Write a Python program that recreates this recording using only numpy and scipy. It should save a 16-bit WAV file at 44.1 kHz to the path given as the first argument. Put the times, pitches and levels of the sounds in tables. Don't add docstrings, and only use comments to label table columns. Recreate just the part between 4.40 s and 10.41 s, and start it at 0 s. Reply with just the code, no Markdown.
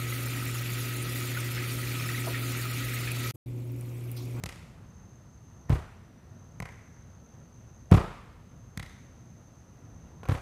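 import sys
import numpy as np
from scipy import signal
from scipy.fft import rfft, irfft
from scipy.io import wavfile
from scipy.ndimage import uniform_filter1d

SR = 44100
rng = np.random.default_rng(int(sys.argv[2]) if len(sys.argv) > 2 else 0)


def master(y):
    cut = np.clip(np.atleast_2d(y).T, -1, 1)
    pcm = np.round(cut * 32767)
    wavfile.write(sys.argv[1], SR, pcm.astype(np.int16))


def elevation(decibels):
    levels = np.asarray(decibels, float)
    return 10 ** (levels / 20)


N = 265041


def at_hz(points, hz, column=1):
    table = np.array(points)
    return np.interp(np.log(hz), np.log(table[:, 0]), table[:, column])


def rms_one(x):
    return x / np.sqrt(np.mean(x ** 2) + 1e-20)


def drift(rate_hz):
    r = np.exp(-80 * np.pi * rate_hz / SR)
    noise = rng.standard_normal(N // 40 + 2002)
    slow = signal.lfilter([1], [1, -2 * r, r * r], noise)[2000:]
    return np.interp(np.arange(N) / 40, np.arange(len(slow)), rms_one(slow))


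def resonate(x, hz, width_hz):
    r = np.exp(-np.pi * width_hz / SR)
    feedback = [1, -2 * r * np.cos(2 * np.pi * hz / SR), r * r]
    return signal.lfilter([(1 - r * r) / 2, 0, (r * r - 1) / 2], feedback, x)


def bands(size):
    edges = 22 * 2 ** np.arange(0, 9.6, .5)
    white = rng.standard_normal((2, size + 8000))
    for k, (low, high) in enumerate(zip(edges, edges[1:])):
        band_pass = signal.butter(2, [low, high], "band", fs=SR, output="sos")
        yield np.sqrt(low * high), signal.sosfilt(band_pass, white[k % 2])[8000:]


def add(out, piece, s):
    first = round(s * SR) - len(piece) // 2
    out[max(first, 0):first + len(piece)] += piece[max(-first, 0):len(out) - first]


def bell(ms, size=4096):
    u = (np.arange(size) - size // 2) / (SR * max(ms, .03) / 1000)
    return u, np.exp(-u ** 2 / 2)


def bursts(widths_ms):
    shape = []
    for ms in widths_ms:
        u = np.sign(ms) * bell(abs(ms))[0]
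        steep = bell(min(abs(ms) / 5, .8))[1]
        shape.append(np.where(u < 0, steep, np.exp(-np.abs(u))))
    shape = np.array(shape)
    burst = rng.standard_normal(shape.shape) * shape
    for _ in range(6):
        spectrum = rfft(burst, axis=1)
        burst = irfft(spectrum / (np.abs(spectrum) + 1e-12), axis=1)
        level = np.sqrt(np.abs(uniform_filter1d(burst ** 2, size=15, axis=1)) + 1e-16)
        burst = burst / level * shape
    burst = burst * np.sign(np.sum(burst ** 3, axis=1, keepdims=True))
    return burst / np.sqrt(np.sum(burst ** 2, axis=1, keepdims=True))


# pitch_hz, level_db (per Hz)
RUMBLE_SPECTRUM = [(22, -25), (53, -0.5), (107, 2.5), (204, -5.5), (305, -14.5), (1420, -25.5),
                   (5200, -59.5), (11400, -110)]
# pitch_hz, level_db (per Hz)
HISS_SPECTRUM = [(300, -0.5), (5000, 9.5), (9000, 3.5), (15000, 0.5)]
# time_s, level_db
RUMBLE_FADER = [(0, -46.5), (1, -51), (5, -51), (6.01, -49)]


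def background():
    rumble, hiss, together = 0, 0, drift(1.0)
    for hz, band in bands(N):
        patches_db = 1.4 * (.5 * together + drift(9.3))
        rumble = rumble + band * elevation(at_hz(RUMBLE_SPECTRUM, hz) + patches_db)
        hiss = hiss + band * elevation(at_hz(HISS_SPECTRUM, hz))
    time_s, level_db = np.transpose(RUMBLE_FADER)
    fader_db = np.interp(np.arange(N) / SR, time_s, level_db)
    return elevation(fader_db) * rms_one(rumble) + elevation(-74.5) * rms_one(hiss)


# start_s, tick_db, trapped_air_hz, crack_db, dent_db
TAPS = [
    (0.0381, -23.5, 2410, 6, -29),
    (2.2026, -22, 2100, -7.5, -28.5),
    (4.3754, -25, 3700, 0, -27.5),
]
# delay_ms, level_db, spread_ms, pitch_share, trapped_air_db
TAP_SKIN = [(0, 0, .05, 1.0, -1), (2.9, -12, .2, .53, 2)]
# start_s, dent_db, contact_ms, skin_lead_ms, skin_db
STAMPS = [
    (1.3041, -13.5, 2.3, 8, -34),
    (3.5212, -3.6, 1.8, 6.2, -27),
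    (5.8957, -16, 2.5, 8.5, -32.5),
]
# time_share, level_db, spread_ms (minus: swells in), trapped_air_hz, crack_db
STAMP_SKIN = [(0, 6, -0.4, 1370, -10), (.7, -1.5, -4.5, 1540, -21.5), (1.002, 0.5, 6, 1410, -33),
              (1.098, -9, 19.5, 2240, -15), (4, -17, 26, 2000, -4)]
# start_s, level_db, spread_ms, trapped_air_hz, crack_db
TOUCHES = [
    (1.0985, -66, 2, 1190, -10),
    (2.4576, -60, 2.5, 1600, -17),
    (5.081, -64, 5, 1210, -16),
    (3.5268, -23, 3, 1300, -40),
    (5.8325, -39, 1.8, 1080, -30),
    (5.855, -49, 4, 2500, -12),
    (5.836, -47, 7, 1500, -16),
]


def contacts():
    rows = []
    for s, db, hz, crack_db, _ in TAPS:
        rows.append((s, -38.5, -1.27, 2000, 2.5, -3.5))
        for k, (lag_ms, part_db, ms, share, air_db) in enumerate(TAP_SKIN):
            after_crack_db = crack_db - 3 * k
            rows.append((s + lag_ms / 1000, db + part_db, ms, share * hz, air_db, after_crack_db))
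    for s, _, _, lead_ms, db in STAMPS:
        for share, part_db, ms, hz, crack_db in STAMP_SKIN:
            rows.append((s - (1 - share) * lead_ms / 1000, db + part_db, ms, hz, -29, crack_db))
    for s, db, ms, hz, crack_db in TOUCHES:
        rows.append((s, db, ms, hz, -5, crack_db))
    return rows


def slaps():
    spots = 3
    out = np.zeros((spots, N))
    dull = signal.butter(1, [220, 900], "band", fs=SR, output="sos")
    airy = signal.butter(1, [1900, 10000], "band", fs=SR, output="sos")
    soft = signal.butter(1, 2500, fs=SR, output="sos")
    skin = contacts()
    for k, burst in enumerate(bursts(np.array(skin)[:, 2])):
        s, db, ms, air_hz, air_db, crack_db = skin[k]
        body = rms_one(signal.sosfilt(soft, signal.sosfilt(dull, burst)))
        ring = resonate(resonate(burst, air_hz, .2 * air_hz), air_hz, .5 * air_hz)
        trapped_air = rms_one(signal.sosfilt(soft, ring))
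        crack = rms_one(signal.sosfilt(airy, burst))
        height = elevation(db) * np.sqrt(abs(ms) * SR / 1000 / len(burst))
        slap = height * (body - elevation(air_db) * trapped_air + elevation(crack_db) * crack)
        add(out[k % spots], slap, s)
    return out


# start_s, dent_db, contact_ms
REBOUNDS = [
    (1.318, -20, 2.6),
    (1.3345, -19.5, 3.4),
    (3.5322, -15, 1.6),
    (5.9256, -27, 1.8),
]


def dents():
    rows = [(s + 1.4 / 1000, db, 1.6, -5.5) for s, _, _, _, db in TAPS]
    for s, db, ms, _, _ in STAMPS:
        rows.append((s, db, ms, -11.5))
        rows.append((s - .4 * ms / 1000, db - 6, .42 * ms, -13.5))
    return rows + [(s, db, ms, -16) for s, db, ms in REBOUNDS]


# pitch_hz, level_db, t60_s
BOARD_MODES = [(40, 9, 0.65), (65, 18, 0.15), (106, -7, 0.12), (152, -20, 0.14), (199.6, 18.5, 0.062),
               (230, -46, 0.11), (363, -34, 0.11), (492, -28, .2)]


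def thuds():
    dent, ringing = np.zeros(N), np.zeros(N)
    pushes = dents()
    strengths_db = rng.normal(0, 2, (len(pushes), len(BOARD_MODES)))
    for s, db, ms, _ in pushes:
        u, shape = bell(ms)
        add(dent, elevation(db) * (1 - u ** 2) * shape, s)
    for k, (hz, level_db, t60_s) in enumerate(BOARD_MODES):
        push = np.full(N, 1e-18)
        for (s, db, ms, ring_db), own_db in zip(pushes, strengths_db[:, k]):
            shape = bell(0.4 * ms)[1]
            add(push, elevation(db + ring_db + level_db + own_db - 20) * shape / shape.sum(), s)
        r = elevation(-60 / (t60_s * SR))
        w = 2 * np.pi * hz / SR
        mode = signal.lfilter([0, np.sin(w)], [1, -2 * r * np.cos(w), r * r], push)
        ringing += (-1) ** k * mode
    return dent + ringing


ECHO_DELAYS = [21.24, 24.51, 31.43, 52.2, 54.8]
# level_db, smear_ms
ECHO_HIGHS = [(-2, 2.46), (-6, 1.4), (-17, 4.9), (-6, 2.0), (-8, 2.9)]


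def echoes():
    first = [(ms, db, smear_ms) for ms, (db, smear_ms) in zip(ECHO_DELAYS, ECHO_HIGHS)]
    ms, _, smear_ms = first[3]
    flutter = [(ms + 34.3 * (k + 1), -12 - 5 * k, smear_ms + 1.34 * k) for k in range(6)]
    return first + flutter


# delay_ms, share
MIRRORS = [(21, .35), (25.5, -.2), (30, .15), (53, -.12), (57.5, .13), (87, .06)]
# pitch_hz, level_db, t60_s
HALL_TAIL = [(60.5, -43, 0.1), (150, -80, 0.093), (330, -34, 0.36), (810, -31.5, 0.67), (2100, -33, 1),
             (4600, -36, 1), (7600, -38, 1), (14100, -41, 0.69)]


def pavilion(x):
    size = SR
    t = np.arange(size) / SR
    mirror, scattered = np.zeros(size), np.zeros((len(x), size))
    for ms, share in MIRRORS:
        mirror[round(ms * SR / 1000)] = share
    for ms, db, smear_ms in echoes():
        for path, burst in zip(scattered, bursts([smear_ms] * len(x))):
            add(path, elevation(db) * burst, ms / 1000)
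    mirror = signal.sosfilt(signal.butter(2, 450, fs=SR, output="sos"), mirror)
    beams = signal.butter(1, [520, 7000], "band", fs=SR, output="sos")
    scattered = signal.sosfilt(beams, scattered)
    tail = 0
    for hz, band in bands(size * len(x)):
        dying_db = -60 * t / max(at_hz(HALL_TAIL, hz, column=2), .05)
        tail = tail + band.reshape(len(x), size) * elevation(at_hz(HALL_TAIL, hz) + dying_db)
    tail = tail * np.interp(t, [.02, .026, .051, .062], [0, .3, .35, .85])
    reflected = signal.fftconvolve(x, mirror + scattered + tail, axes=1)[:, :N]
    return np.sum(x + reflected, axis=0)


# start_s, end_s
HIGH_TRILLS = [(.36, 1.5), (1.82, 3.6), (4.0, 6.2)]
# start_s, end_s
LOW_TRILLS = [(1.05, 3.6), (4.4, 6.2)]


def insect(trills, hz, width_hz, per_s, pair_share, rough, db):
    t = np.arange(N) / SR
    phase = 2 * np.pi * np.cumsum(per_s * (1 + 0.0036 * drift(7.7))) / SR
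    strokes = np.exp(np.cos(phase) - 1) + pair_share * np.exp(2 * (np.cos(2 * phase) - 1))
    scrape = rng.standard_normal(N) * (strokes + rough)
    song = rms_one(resonate(resonate(scrape, hz, width_hz), hz, 0.41 * width_hz))
    on, fade_s = 0, .18
    for start_s, end_s in trills:
        on = on + np.clip((t - start_s) / fade_s, 0, 1) * np.clip((end_s - t) / fade_s, 0, 1)
    on = .28 + (1 - .28) * on
    return elevation(db + drift(5)) * on * song


def scene():
    outside = background()
    feet = pavilion(np.vstack([slaps(), thuds()]))
    high = insect(HIGH_TRILLS, hz=6298, width_hz=460, per_s=63.6, pair_share=1.0, rough=1.0, db=-69.0)
    low = insect(LOW_TRILLS, hz=5953, width_hz=280, per_s=47.1, pair_share=0.28, rough=0.49, db=-75.5)
    return (outside + feet + high + low)[None, :]


def roll_off(x):
    return signal.sosfilt(signal.butter(12, 16270, fs=SR, output="sos"), x)


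def record(dry):
    x = signal.sosfilt(signal.butter(2, 34, "high", fs=SR, output="sos"), dry)
    x = signal.sosfilt(signal.cheby2(14, 30, 15400, fs=SR, output="sos"), x)
    return roll_off(x)


dry = scene()
out = record(dry)
master(out)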